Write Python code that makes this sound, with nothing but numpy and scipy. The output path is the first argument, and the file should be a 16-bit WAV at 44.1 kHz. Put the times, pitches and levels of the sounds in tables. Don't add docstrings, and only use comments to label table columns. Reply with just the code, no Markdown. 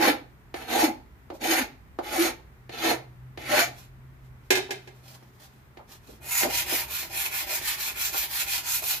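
import sys
import numpy as np
from scipy import signal
from scipy.fft import rfft, irfft, next_fast_len
from scipy.io import wavfile
from scipy.ndimage import uniform_filter1d, map_coordinates

SR = 44100
rng = np.random.default_rng(int(sys.argv[2]) if len(sys.argv) > 2 else 0)


def inscribe(sig):
    pcm = np.round(np.clip(np.atleast_2d(sig).T, -1, 1) * 32767)
    wavfile.write(sys.argv[1], SR, pcm.astype(np.int16))


N = 396889
TIME = np.arange(N) / SR
FFT_SIZE = next_fast_len(N + SR)
FREQ = np.arange(FFT_SIZE // 2 + 1) * SR / FFT_SIZE + 1e-3


# pitch_hz, level_db
BOARD_TONE = [(150, -40), (240, -19.5), (480, -9.5), (800, -21.5), (1080, -12.5), (1600, -11.5),
              (4400, -16.5), (5500, -20.5), (7000, -28.5), (8000, -31.5), (9500, -28.5), (12000, -24),
              (15000, -30)]
# pitch_hz, width_hz, level_db
BOARD_RINGS = [(250.6, 26.5, -4.5), (344.5, 58, -1.5), (462, 65, -8), (596, 83, -8), (720, 140, -8),
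               (848, 53, -4), (1310, 100, -12.5), (1804, 42, -5), (2080, 99, -6), (2300, 90, -6.5),
               (2500, 51, -11.5), (2950, 21, -25), (3050, 35, -17), (3880, 180, -19.5), (4280, 70, -11),
               (6590, 460, -19)]
# start_s, creep_before_s, rise_s, hold_s, level_db, first_bite_db, body_db, hiss_db
PUSHES = [(0.0, .02, 0.038, 0.053, -24, -6, 3, -8), (.696, 0.13, .092, .054, -25.5, -7.5, 1.5, -3.5),
          (1.433, 0.015, 0.046, .105, -26, -8, 2, -3.5), (2.066, 0.027, 0.11, 0.083, -28, -14.5, -1, -4),
          (2.745, 0.024, 0.096, 0.062, -25.5, -20, -0.5, -6),
          (3.445, 0.043, .092, 0.083, -24, -19.5, -1, -3.5)]


def sanding_stick(creep_db=-45.5, bite_s=0.026, press_db_per_s=7.5, hiss_growth=1.19):
    rasp_fade_db_per_s, body_fade_db_per_s = 340, 228
    levels = np.zeros((3, N))
    for start, creep, rise, hold, db, bite_db, body_db, hiss_db in PUSHES:
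        full, end = start + rise, start + rise + hold
        lean_db = press_db_per_s * hold / 2
        stages = [start - bite_s, start, full, end]
        force_db = np.interp(TIME, stages, [creep_db - db, bite_db, -lean_db, lean_db])
        contact = np.clip((TIME - start + creep) / bite_s + 1, 0, 1)
        released_s = np.maximum(TIME - end, 0)
        low_db = force_db - body_fade_db_per_s * released_s + body_db - 1
        rasp_db = force_db - rasp_fade_db_per_s * released_s
        levels += contact * undb(db) * undb([low_db, rasp_db, hiss_growth * rasp_db + hiss_db])
    body_level, rasp_level, hiss_level = levels * undb(1.57 * wander(34.85))
    body_level *= undb(2 * wander(45.04))
    snaps = grit(per_s=5000, spread_db=2, rough_db=2)
    wood = tone(BOARD_TONE, BOARD_RINGS) * above(140)
    bands = below(1000), above(1000) * below(6000), above(6000)
    body, rasp, hiss = (unit(shape(snaps, wood * band)) for band in bands)
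    chattering = np.clip(sum(swell(s, length) for s, length, *_ in JUDDERS), 0, 1)
    body_level *= 1 - 0.17 * chattering
    return body_level * bend(body, depth=.025) + rasp_level * bend(rasp, depth=.006) + hiss_level * hiss


# pitch_hz, level_db
PAPER_TONE = [(250, -44), (380, -3), (520, -29), (680, -4.5), (880, 2.5), (1250, -4.5), (2300, 6),
              (3300, -1), (4600, -1), (5700, -3.5), (6800, -1), (8600, -7.5), (12000, 0.5), (14800, -1)]
# middle_s, length_s, level_change_db, whistle_db
CATCHES = [(6.4, 0.19, 4.5, -20), (6.58, .024, -1, -15), (8.408, .024, 5.5, -7), (8.908, 0.028, 4, -28)]
# start_s, level_db, fastest_point (0 to 1)
BLOCK_SWEEPS = [(6.198, -28.5, 0.76), (6.484, -27.5, 0.68), (6.648, -27, 0.44), (6.87, -32.5, 0.42),
                (7.094, -28.5, 0.65), (7.303, -29, 0.55), (7.46, -30, 0.62), (7.605, -29, 0.61),
                (7.769, -29.5, 0.43), (7.94, -29.5, 0.6), (8.115, -29, 0.46), (8.28, -29.5, 0.68),
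                (8.456, -29.5, .38), (8.631, -27.5, 0.66), (8.815, -29.5, 0.28)]


def sanding_block(end_s=9.01, lead_s=0.0072, turn_db=-53, whistle_hz=6860, whistle_width_hz=140):
    usual_sweep_s, brighten_db_per_s, grip_fade_db_per_s = 0.19, 1.16, 3
    level, bright_db, speed = np.zeros((3, N))
    starts = [row[0] for row in BLOCK_SWEEPS]
    ahead, worked_s = TIME + lead_s, TIME - starts[0]
    for (start, db, fastest), end in zip(BLOCK_SWEEPS, starts[1:] + [end_s]):
        now = (ahead >= start) & (ahead < end)
        travel = np.interp((ahead[now] - start) / (end - start), [0, fastest, 1], [0, .5, 1])
        speed[now] = np.sin(np.pi * travel)
        sharpness = 1.06 * ((end - start) / usual_sweep_s) ** 1.42
        level[now] = undb(db + 1) * speed[now] ** sharpness
        bright_db[now] = 0.8 + brighten_db_per_s * (start - starts[0]) + 4 * (speed[now] - .85)
    touching = np.clip(worked_s / 0.071, 0, 1)
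    level += touching * undb(turn_db)
    level *= undb(sum(db * swell(s, length) for s, length, db, _ in CATCHES))
    snaps = grit(per_s=6000, spread_db=3.5, rough_db=1)
    hiss = unit(shape(snaps, tone(PAPER_TONE) * above(460, order=3)))
    treble = shape(hiss, above(3700, order=3))
    paper = treble * undb(bright_db) + (hiss - treble) * undb(-bright_db)
    wood = tone(BOARD_TONE, BOARD_RINGS) * above(290)
    ringing = bend(unit(shape(snaps, wood * above(1250, order=3))), depth=.02)
    grip = unit(shape(snaps, wood * below(850))) * np.sqrt(speed) * (1 - speed ** 2)
    grip *= undb(3.2 * wander(12) - grip_fade_db_per_s * worked_s)
    whistle = unit(shape(snaps, 1 / (1 + ((FREQ - whistle_hz) / whistle_width_hz) ** 2) ** 2))
    whistle *= sum(undb(db) * swell(s, length) for s, length, _, db in CATCHES)
    return level * (paper + undb(-17) * ringing + whistle) + undb(-44) * grip


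# middle_s, length_s, pitch_hz, level_db
JUDDERS = [(.008, .035, 324, -25.5), (.103, 0.024, 293.2, -22), (0.765, .013, 333, -28.5),
           (0.805, 0.04, 864, -22.5), (0.846, 0.018, 318, -17.5), (0.886, 0.027, 255, -28.5),
           (1.511, 0.051, 329, -26), (1.62, 0.021, 265, -29), (2.209, 0.038, 342.7, -19),
           (2.873, .06, 333, -28), (3.532, 0.024, 600, -22), (3.619, .015, 717, -27.5)]


def chatter(waver=0.0251, rasp_db=-12, pressed_sag_per_s=.3, released_sag_per_s=4.5):
    snaps = grit(per_s=6000, spread_db=0, rough_db=8)
    scrape = undb(rasp_db) * unit(shape(snaps, tone(BOARD_TONE) * above(1100)))
    pressed = sum((TIME >= s) & (TIME < s + rise + hold) for s, _, rise, hold, *_ in PUSHES)
    sag = np.cumsum(np.where(pressed, pressed_sag_per_s, released_sag_per_s)) / SR
    drift = 1 + waver * wander(120)
    out = np.zeros(N)
    for s, length, hz, db in JUDDERS:
        wave = sine(hz * drift * (1 + np.interp(s, TIME, sag) - sag))
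        out += undb(db) * swell(s, length) * (np.sqrt(2) * wave + scrape * np.maximum(wave, 0))
    return out


# pitch_hz, level_db
BENCH_TONE = [(150, -44), (300, -24), (850, -16), (1150, -16), (1700, -13), (4000, -17), (7000, -18.5),
              (8500, -23.5), (11000, -22.5), (15000, -28)]
# pitch_hz, width_hz, level_db
BENCH_RINGS = [(272, 31, -9.5), (371, 23.5, 5), (399, 34, 1.5), (590, 44, -11.5), (776, 240, -7),
               (1646, 170, -7.5), (2102, 31, -5), (2350, 34, -4), (2550, 69, -6.5), (3080, 26, -4),
               (3730, 25, -3), (5430, 150, -14)]
# start_s, thud_db, click_above_thud_db
BOUNCES = [(4.505, -19, 1.5), (4.513, -32, -6), (4.523, -25, -0.5), (4.553, -35.5, 11), (4.572, -26.5, -2),
           (4.692, -38, -20), (4.707, -30, 1), (4.874, -44.5, 0.5)]


def dropped_stick():
    return blows(BOUNCES, tone(BENCH_TONE, BENCH_RINGS) * above(200), gain_db=2, split_hz=1150)


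# start_s, thud_db, click_above_thud_db
BOARD_KNOCKS = [(.542, -29.5, -5.5), (1.302, -33, -10.5), (1.988, -24, -15.5), (2.694, -38, -2.5),
                (3.375, -35, -3.5), (5.225, -51, -6), (5.772, -42.5, -3.5), (6.432, -23, -3),
                (6.724, -31, -11), (7.613, -40.5, 1), (8.144, -38.5, -7)]


def knocks():
    return blows(BOARD_KNOCKS, tone(BOARD_TONE, BOARD_RINGS) * above(243), gain_db=-1.5, split_hz=1160)


# middle_s, length_s, pitch_hz, level_db
SOFT_BUMPS = [(1.335, 0.039, 420, -41), (5.8, 0.025, 656, -46), (6.092, 0.015, 374, -43.5),
              (6.132, 0.042, 256, -49.5), (6.439, 0.042, 710, -31), (6.46, 0.052, 382, -29),
              (6.742, 0.045, 420, -36.5), (7.514, 0.052, 664, -41.5), (8.147, 0.014, 820, -31),
              (8.83, 0.019, 690, -38)]


def bumps(breadth=0.52):
    noise = rng.standard_normal(N)
    out = np.zeros(N)
    for s, length, hz, db in SOFT_BUMPS:
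        band = 1 / (1 + (np.log(FREQ / hz) / breadth) ** 4)
        out += undb(db) * swell(s, length) * unit(shape(noise, band))
    return out


# pitch_hz, level_db
RUSTLE_TONE = [(200, -15), (800, 0.5), (1300, -7), (4200, -5), (7000, -7.5), (8500, -12.5), (13000, -7.5),
               (15000, -13)]
# middle_s, length_s, level_db
RUSTLES = [(1.35, 0.037, -53.5), (3.79, .11, -53), (4.247, .05, -68), (4.455, .03, -67),
           (5.088, 0.075, -51.5), (5.145, 0.02, -49.5), (5.428, 0.059, -54), (5.922, 0.061, -48.5),
           (6.098, .11, -53.5)]


def rustling(tool_change_s=5.17, tool_change_db=-66):
    snaps = grit(per_s=3900, spread_db=2, rough_db=2.5)
    rustle = unit(shape(snaps, tone(RUSTLE_TONE) * above(200)))
    reaching = swell(tool_change_s, length_s=1) * undb(tool_change_db + 3 * wander(15))
    return rustle * (reaching + sum(undb(db) * swell(s, length) for s, length, db in RUSTLES))


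# time_s, level_db
ENGINE_LEVELS = [(0, -56.5), (1.5, -67), (2.5, -56.5), (3.15, -46.5), (5.15, -52.5), (6, -62), (6.5, -51),
                 (7.5, -63), (9, -60.5)]


def engine(pitch_hz=127.3, waver=.01, gain_db=-2):
    hum = np.sqrt(2) * sine(pitch_hz * (1 + waver * wander(10))) * undb(2 * wander(18))
    return hum * undb(np.interp(TIME, *np.transpose(ENGINE_LEVELS)) + gain_db)


# pitch_hz, level_db
AIR_TONE = [(100, 9), (160, 1.5), (240, 2), (300, -5), (380, -1.5), (500, -11), (800, -9.5), (2000, -13.5),
            (3000, -23), (5000, -29.5), (8500, -32), (11000, -31.5), (14000, -26)]
# pitch_hz, level_db
RUMBLE_TONE = [(15, -38), (30, -22), (40, -1.5), (54, 0.5), (66, 3.5), (82, -4.5), (100, -7.5), (160, -12),
               (400, -64)]
# time_s, level_db
RUMBLE_LEVELS = [(0, -55), (4.4, -53.5), (5.1, -64), (6.1, -58), (6.5, -51.5), (7.2, -56.5), (9, -56)]


def room_noise(air_db=-57.5):
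    air = wide_noise(tone(AIR_TONE) * above(89, order=3))
    rumble = wide_noise(tone(RUMBLE_TONE) * below(250))
    return air * undb(air_db) + rumble * undb(np.interp(TIME, *np.transpose(RUMBLE_LEVELS)))


def grit(per_s, spread_db, rough_db):
    snaps = (rng.random(N) < per_s / SR) * rng.standard_normal(N)
    return snaps * undb(spread_db * rng.standard_normal(N)) * undb(rough_db * wander(260))


def bend(x, depth):
    place = np.cumsum(1 + depth * np.clip(wander(9), -2, 2))
    return map_coordinates(x, [place], order=3, mode="mirror")


def wood_patches(x, spread_db, count=10):
    place = np.interp(np.log(FREQ), np.log([500, 14000]), [0, count - 1])
    bands = (np.maximum(1 - np.abs(place - k), 0) for k in range(count))
    return sum(shape(x, band) * undb(spread_db * wander(8)) for band in bands)


def blows(table, body, gain_db, split_hz, soft_contact_s=.00005, soft_db=-41):
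    thuds, clicks = np.zeros((2, N))
    t = TIME[:SR // 500]
    for s, db, hard_db in table:
        at = int(s * SR)
        contact_s = soft_contact_s * undb(0.5 * (soft_db - db - hard_db))
        push = np.exp(-t / contact_s)
        thuds[at] = undb(db + gain_db)
        clicks[at:at + len(t)] += undb(db + hard_db + gain_db) * push / push.sum()
    low, high = ring(body * below(split_hz, order=4)), ring(body * above(split_hz, order=2))
    return shape(thuds, low) + shape(clicks, high)


def garage(x, direct_db, early_db, late_db, count=4):
    spots = np.array([wander(5) for _ in range(count)]) ** 2
    spots /= np.sqrt(np.sum(spots ** 2, axis=0))
    direct = shape(x, undb(direct_db) + (1 - undb(direct_db)) * below(321, order=3))
    echoed = (signal.oaconvolve((x * share)[None], echoes(early_db, late_db), axes=1) for share in spots)
    return direct + sum(echoed)[:, :N]


def echoes(early_db, late_db, bass_hz=480, boom_db=-6):
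    t = TIME[:SR * 3 // 5]
    near, far, airy = rng.standard_normal((3, 2, len(t)))
    def tail(noise, fade_s, gap_s):
        echo = noise * undb(-60 * t / fade_s) * (t > gap_s)
        return echo / np.sqrt(np.sum(echo ** 2, axis=1, keepdims=True))
    def keep(echo, hz, side):
        return signal.sosfilt(signal.butter(3, hz, side, fs=SR, output="sos"), echo)
    shelves = tail(near, fade_s=0.1, gap_s=0.00088)
    walls = keep(tail(far, fade_s=0.34, gap_s=0.016), 5200, "low")
    walls += keep(tail(airy, fade_s=0.25, gap_s=0.0067), 5400, "high")
    boom = undb(late_db + boom_db) * keep(walls[0], bass_hz, "low")
    return keep(undb(early_db) * shelves + undb(late_db) * walls, bass_hz, "high") + boom


def wide_noise(gain, bass_side_db=-10):
    mid, side = (unit(shape(rng.standard_normal(N), gain)) for _ in range(2))
    side = shape(side, np.maximum(undb(bass_side_db), 1.12 * above(620, order=2)))
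    return mid + np.array([side, -side])


def undb(db):
    return 10 ** (np.asarray(db) / 20)


def unit(x):
    return x / np.sqrt(np.mean(x ** 2))


def sine(hz):
    return np.sin(2 * np.pi * np.cumsum(hz) / SR)


def shape(x, gain):
    return irfft(rfft(x, FFT_SIZE) * gain, FFT_SIZE)[..., :N]


def tone(points, rings=()):
    hz, db = np.transpose(points)
    power = undb(np.interp(np.log(FREQ), np.log(hz), db)) ** 2
    for pitch, width, peak_db in rings:
        distance = (FREQ - pitch ** 2 / FREQ) / (1.55 * width)
        power += undb(peak_db) ** 2 / (1 + distance ** 2) ** 2
    return np.sqrt(power)


def above(hz, order=8):
    return 1 / np.sqrt(1 + (hz / FREQ) ** (2 * order))


def below(hz, order=8):
    return 1 / np.sqrt(1 + (FREQ / hz) ** (2 * order))


def ring(gain):
    cepstrum = irfft(np.log(gain + gain.max() / 10 ** 4), FFT_SIZE)
    cepstrum[1:FFT_SIZE // 2] *= 2
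    cepstrum[FFT_SIZE // 2:] = 0
    response = np.exp(rfft(cepstrum))
    return response / np.std(irfft(response, FFT_SIZE)[:SR // 100])


def wander(per_s):
    step = int(SR / per_s)
    held = np.repeat(rng.standard_normal(N // step + 1), step)
    return 1.2 * uniform_filter1d(held, step)[:N]


def swell(middle_s, length_s):
    out, near = np.zeros(N), np.abs(TIME - middle_s) < length_s
    out[near] = np.cos(np.pi / 2 * (TIME[near] - middle_s) / length_s) ** 2
    return out


def pan(x, left_db):
    return x * undb(np.array([[left_db], [-left_db]]) / 2)


def scene():
    stick = wood_patches(sanding_stick(), spread_db=1.63)
    edge = garage(stick, direct_db=-7, early_db=0.5, late_db=-13.5)
    board = garage(chatter() + knocks(), direct_db=-5, early_db=2.5, late_db=-6, count=1)
    block = wood_patches(sanding_block(), spread_db=1.5)
    face = garage(block + bumps() + rustling(), direct_db=-10.5, early_db=0.5, late_db=-9.5)
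    bench = garage(dropped_stick(), direct_db=-13.5, early_db=1, late_db=-4.5, count=2)
    return pan(edge + board + face, left_db=-1.3) + pan(bench, left_db=-2) + room_noise() + engine()


def record(dry):
    top_hz = 14850
    return signal.sosfilt(signal.ellip(10, .2, 75, top_hz, fs=SR, output="sos"), dry)


dry = scene()
out = record(dry)
inscribe(out)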